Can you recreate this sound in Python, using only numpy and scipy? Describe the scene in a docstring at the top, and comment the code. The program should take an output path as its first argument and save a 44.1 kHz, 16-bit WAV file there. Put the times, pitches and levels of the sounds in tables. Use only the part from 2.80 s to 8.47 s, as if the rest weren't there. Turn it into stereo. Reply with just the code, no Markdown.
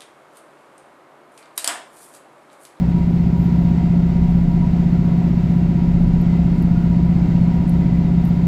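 """Diesel railcar, cruising

The six-cylinder engine under the floor booms and throbs through the carriage at a steady speed.
Beneath it the wheels rumble through the floor, roar through the walls and ring faintly on the rails.
On top sit thin machinery whines, ventilation hiss and a few tiny, close ticks and rustles."""
import sys
import numpy as np
from scipy import signal
from scipy.fft import rfft, irfft
from scipy.io import wavfile

SR = 44100
rng = np.random.default_rng(int(sys.argv[2]) if len(sys.argv) > 2 else 0)


def generate_wav(signal):
    """Clip the signal to [-1, 1] and save it as 16-bit WAV at the path in sys.argv[1]."""
    frames = np.transpose(np.atleast_2d(signal))
    scaled = np.clip(frames, -1, 1) * 32767
    pcm = np.round(scaled).astype(np.int16)
    wavfile.write(sys.argv[1], SR, pcm)


N = 250047


def gain_of(db):
    """Decibels to amplitude."""
    return 10 ** (np.asarray(db) / 20)


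def unit_rms(x):
    """Scales to rms 1."""
    return x / np.sqrt(np.mean(x ** 2) + 1e-20)


def bins():
    """The frequencies of a full-length spectrum."""
    return np.arange(N // 2 + 1) * SR / N


def eq_curve(points):
    """Joins (f/Hz, value) points over log frequency, at every bin."""
    hz, value = np.transpose(points)
    return np.interp(np.log(bins() + 1), np.log(hz), value)


def pan(balance_db):
    """Left and right gains for a left-minus-right level."""
    return gain_of(np.array([[.5], [-.5]]) * balance_db)


def noise(density_db):
    """Noise with the given level per Hz."""
    return irfft(rfft(rng.standard_normal(N)) * gain_of(density_db), N) * np.sqrt(SR / 2)


def band(hz, width):
    """Noise ringing in one resonance, rms 1."""
    return unit_rms(noise(-20 * np.log10(1 + ((bins() - hz) / width) ** 2)))


def drift(rate_hz):
    """A slow random wander, rms 1."""
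    count = 1200
    hz = np.arange(count // 2 + 1) * SR / N
    spectrum = rfft(rng.standard_normal(count)) / (1 + (hz / rate_hz) ** 2) * (hz > 0)
    return np.interp(np.linspace(0, count - 1, N), np.arange(count), unit_rms(irfft(spectrum)))


def swell(centre_s, sigma_s, db):
    """A bell-shaped fade in and out."""
    return gain_of(db) * np.exp(-.5 * ((np.arange(N) / SR - centre_s) / sigma_s) ** 2)


# Stereo tilt of hiss and roar: f/Hz, left minus right/dB
BED_BALANCE = [(300, -14), (450, -0.5), (700, 2), (1100, 5.5), (1900, 2), (2900, 4.5), (4200, 4), (4850, 0),
               (7200, 6), (9500, 1), (12000, 3.5), (13200, 1.5), (15000, 4.5)]
# Their stereo width: f/Hz, correlation between the ears
BED_CORRELATION = [(150, .98), (350, .65), (600, .2), (1000, -.05), (2000, .05), (8000, .1), (14000, .1)]

def diffuse_bed(density_db):
    """Noise from all round the carriage: alike at both ears only in the bass."""
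    angle = np.arccos(np.clip(eq_curve(BED_CORRELATION), -1, 1)) / 2
    mid, side = rfft(rng.standard_normal((2, N))) * [np.cos(angle), np.sin(angle)]
    pair = np.array([mid + side, mid - side]) * pan(eq_curve(BED_BALANCE))
    return irfft(pair * gain_of(density_db), N) * np.sqrt(SR / 2)


# Airy top end: f/Hz, level/dB per Hz
AIR_SPECTRUM = [(4000, -110), (8300, -102.5), (9800, -106.5), (11100, -106), (11700, -102.5), (13700, -104),
                (14600, -101), (15300, -107.5)]

def air_hiss(wander_db=.8):
    """Ventilation air, a wide and gently wavering hiss."""
    return diffuse_bed(eq_curve(AIR_SPECTRUM)) * gain_of(wander_db * drift(rate_hz=7))


# Soft close detail: centre t/s, sigma/s, level/dB, f/Hz, width/Hz
RUSTLE_CUES = [(.63, .04, -58.5, 12800, 1100), (.85, 0.078, -64, 14000, 2500), (1.46, .08, -71, 12700, 700),
               (2.29, .04, -47, 1100, 20), (3.54, .05, -50, 2030, 30), (3.78, .025, -63, 9500, 2200),
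               (4.0, .065, -46.5, 1440, 70), (5.05, 0.13, -50.5, 2030, 40)]

def rustles():
    """Brief swells of noise: broad bands rustle, narrow ones sound like rubbing."""
    return sum(swell(centre_s, sigma_s, db) * np.array([band(hz, width), band(hz, width)])
               for centre_s, sigma_s, db, hz, width in RUSTLE_CUES)


# Whine pitches, low to high: f/Hz
WHINE_PITCHES = [2062, 2320, 2745, 3295, 3871, 4364, 6770, 9028, 9588]
# Mix of each whine: width/Hz, left level/dB, right level/dB
WHINE_MIX = [(18, -61.5, -68.5), (9.5, -64.5, -64), (6, -65, -75.5), (8, -71, -76), (8, -67.5, -83),
             (16, -67, -79.5), (10, -81, -84.5), (10, -82.5, -93.5), (10, -86, -92)]

def machinery_whines():
    """Thin wavering tones of the drive line and fans."""
    return sum(gain_of([[left_db], [right_db]]) * band(hz, width)
               for hz, (width, left_db, right_db) in zip(WHINE_PITCHES, WHINE_MIX))


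# Tiny ticks: t/s, level before trim/dB, f/Hz, width/Hz, left minus right/dB
TICK_CUES = [(3.414, -40.5, 13300, 4500, -3.5), (3.8232, -38, 11800, 3230, 4), (4.879, -42, 8460, 2500, 9),
             (4.8934, -34, 10400, 3200, 10), (5.452, -34, 12100, 3500, -6), (5.474, -41, 11900, 3000, 1),
             (5.488, -41, 12800, 3000, -3)]

def fitting_ticks(trim_db=-2.5, attack_s=.001, snap_t60_s=.011, tail_t60_s=.13, tail_db=-21):
    """Fittings tick: each a short bright snap with a little carriage reverb after it."""
    out = np.zeros((2, N))
    t = np.arange(SR // 5) / SR
    hz = np.fft.rfftfreq(len(t), 1 / SR)
    snap = np.minimum(t / attack_s, 1) * 1000 ** (-t / snap_t60_s)
    tail = gain_of(tail_db) * 1000 ** (-t / tail_t60_s)
    for start_s, db, pitch, width, balance_db in TICK_CUES:
        grain = rng.standard_normal(len(t)) + rng.standard_normal((2, len(t)))  # half mono, half wide
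        ring = unit_rms(irfft(rfft(grain) / (1 + ((hz - pitch) / width) ** 2) ** 2, len(t)))
        tick = gain_of(db + trim_db) * pan(balance_db) * (snap + tail) * ring
        slot = out[:, round(start_s * SR):][:, :len(t)]
        slot += tick[:, :slot.shape[1]]
    return out


# Flares of the ring on rough rail: centre t/s, sigma/s, left level/dB
RAIL_FLARES = [(0.175, .025, -32.5), (0.801, .4, -49), (1.502, .1, -40), (1.84, 0.014, -35.5),
               (3.047, .06, -45), (4.83, 0.026, -37), (5.353, 0.17, -49)]

def wheel_ring(mode_hz=954, waver_hz=10, left_db=-52, flicker_db=3.5, right_drop_db=10):
    """Rail roughness keeps one wheel mode singing; its pitch and level flicker."""
    pitch = mode_hz + waver_hz * np.array([drift(rate_hz=30), drift(rate_hz=30)])
    ring = np.sqrt(2) * np.sin(2 * np.pi * np.cumsum(pitch, axis=1) / SR)
    flicker = gain_of(left_db + flicker_db * drift(rate_hz=13))
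    flares = sum(swell(*row) for row in RAIL_FLARES)
    return ring * (flicker + flares) * gain_of([[0], [-right_drop_db]])


# Roar through the walls, before the panel peaks: f/Hz, level/dB per Hz
ROAR_SPECTRUM = [(60, -100), (290, -63), (470, -69.5), (720, -66), (980, -73.5), (1100, -78.5),
                 (1750, -80.5), (2250, -81), (2600, -80.5), (3500, -87), (4800, -87.5), (6000, -94),
                 (7900, -97), (8400, -116)]
# Wall panel resonances: f/Hz, width/Hz, boost/dB
PANEL_PEAKS = [(555, 15, 5.5), (725, 54, 4.5), (964, 89, 8.5), (1365, 270, 6), (1994, 250, 6),
               (2170, 91, 3.5), (3710, 120, 4), (4340, 120, 0.5)]

def rolling_roar(cycles, wander_db=.5, pulse_depth=.052):
    """Rolling noise coloured by the wall panels, pulsing slightly with each firing and crankshaft turn."""
    boost_db = sum(db / (1 + (2 * (bins() - hz) / width) ** 2) for hz, width, db in PANEL_PEAKS)
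    bed = diffuse_bed(eq_curve(ROAR_SPECTRUM) + boost_db)
    firing = np.cos(2 * np.pi * len(CYLINDER_ACCENTS) * cycles)
    crank = np.cos(2 * np.pi * 2 * cycles)
    return bed * gain_of(wander_db * drift(rate_hz=3.5)) * (1 + pulse_depth * (firing + crank) / 2)


# Low-end bed: f/Hz, level/dB per Hz
RUMBLE_SPECTRUM = [(12, -80), (18, -49), (25, -57), (35, -46), (46, -49.5), (68, -45), (105, -53),
                   (133, -46), (152, -49.5), (170, -43), (212, -55), (330, -58), (430, -72), (2000, -135)]
# Sub-bass swells on uneven track: centre t/s, sigma/s, level/dB
TRACK_SWELLS = [(1.654, .22, -28), (3.247, .22, -25.5), (3.9, .2, -33.5)]

def floor_rumble(flex_hz=32.4, flex_db=-41, wander_db=3.5, hum_hz=69, hum_db=-33.5):
    """Wheels shake the floor and ring a deep bending mode of the body; the drive line adds a hum."""
    pitch = flex_hz + .8 * drift(rate_hz=3)
    shaking = gain_of(flex_db + wander_db * drift(rate_hz=3)) + sum(swell(*row) for row in TRACK_SWELLS)
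    flex = np.sqrt(2) * np.sin(2 * np.pi * np.cumsum(pitch) / SR) * shaking
    hum = gain_of(hum_db) * band(hum_hz, width=1.5)
    floor_db = eq_curve(RUMBLE_SPECTRUM)
    # long waves reach both ears nearly alike, so the side signal stays low
    side = noise(floor_db + eq_curve([(30, -19), (120, -20), (200, -18), (350, -13)]))
    mid = flex + hum + noise(floor_db)
    return mid * pan(balance_db=.7) + np.array([side, -side])


# Engine speed: t/s, four-stroke cycle rate/Hz
ENGINE_SPEED = [(0.0, 15.65), (1.0, 15.671), (2.0, 15.67), (3.0, 15.678), (4.0, 15.68), (5.0, 15.688),
                (5.67, 15.667)]

def engine_cycles(first_firing_s=.0574):
    """Four-stroke cycles since the first cylinder fired, each two turns of the crankshaft."""
    rate_hz = np.interp(np.arange(N) / SR, *np.transpose(ENGINE_SPEED))
    return np.cumsum(rate_hz) / SR - first_firing_s * ENGINE_SPEED[0][1]


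# Cylinder strengths in firing order: level/dB
CYLINDER_ACCENTS = [-2.7, -3.5, -.1, -3.8, -2.6, -3.2]
# Boom resonances struck by the firings: f/Hz, width/Hz
BOOM_MODES = [(158, 22), (199, 16)]
# Slap along the carriage: delay/s, gain
CARRIAGE_ECHO = (.0234, .85)
# Drone harmonics at the seat: multiple of the cycle rate, left level/dB, right level/dB
ENGINE_HARMONICS = [(2, -40.5, -41.0), (4, -27.5, -28.0), (5, -35.0, -35.5), (6, -38.0, -37.0),
                    (7, -33.0, -33.5), (8, -26.5, -27.0), (9, -26.0, -27.0), (10, -32.5, -34.5),
                    (11, -16.0, -16.5), (12, -28.0, -29.0), (13, -33.0, -36.0), (14, -34.5, -34.5),
                    (15, -28.7, -29.2), (16, -54.0, -51.0), (17, -60.0, -51.0), (18, -39.0, -35.0),
                    (19, -49.0, -49.5), (20, -49.0, -49.5), (21, -52.0, -48.0), (22, -47.5, -47.5),
                    (23, -48.5, -44.0), (24, -48.5, -45.5), (25, -49.5, -43.0), (26, -56.5, -53.0),
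                    (28, -59.5, -51.0), (31, -70.5, -54.5), (33, -55.5, -62.0), (34, -48.0, -58.0),
                    (37, -58.5, -53.0), (40, -55.5, -54.5), (43, -55.5, -61.0), (44, -57.0, -53.0),
                    (45, -46.5, -58.5), (60, -51.5, -68.0), (61, -51.5, -62.5)]

def engine_drone(cycles, waver_db=.34, upper_waver_db=1.65, jitter_cycles=.00055):
    """A throbbing harmonic stack: six unequal firings, the boom modes and an echo set its phases."""
    cycles = cycles + jitter_cycles * drift(rate_hz=1.3)
    firing_slots = np.arange(len(CYLINDER_ACCENTS)) / len(CYLINDER_ACCENTS)
    echo_s, echo_gain = CARRIAGE_ECHO
    out = np.zeros((2, N))
    for order, left_db, right_db in ENGINE_HARMONICS:
        hz = order * ENGINE_SPEED[0][1]
        firings = np.sum(gain_of(CYLINDER_ACCENTS) * np.exp(-2j * np.pi * order * firing_slots))
        boom = np.prod([1 / (1 + 1j * (hz ** 2 - f ** 2) / (hz * width)) for f, width in BOOM_MODES])
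        echo = 1 + echo_gain * np.exp(-2j * np.pi * hz * echo_s)
        # short waves arrive by many shifting paths, and the shortest differ between the ears
        scatter = np.interp(hz, [240, 360], [0, 1])
        spread = np.interp(hz, [250, 650], [0, 1])
        path_phase = 2 * scatter * rng.standard_normal() + spread * rng.standard_normal((2, 1))
        phase = 2 * np.pi * order * cycles + np.angle(firings * boom * echo) + path_phase
        waver = gain_of((waver_db + upper_waver_db * scatter) * drift(rate_hz=1.5))
        out += np.sqrt(2) * gain_of([[left_db], [right_db]]) * waver * np.cos(phase)
    return out


def scene():
    """The stereo mix at a window seat."""
    cycles = engine_cycles()
    ride = engine_drone(cycles) + floor_rumble() + rolling_roar(cycles) + wheel_ring()
    return ride + machinery_whines() + air_hiss() + rustles() + fitting_ticks()


def record(dry):
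    """A steep high cut on the whole mix."""
    high_cut = signal.firwin(1023, cutoff=15780, window=("kaiser", 9), fs=SR)
    return signal.oaconvolve(dry, high_cut[None], "same")


dry = scene()
out = record(dry)
generate_wav(out)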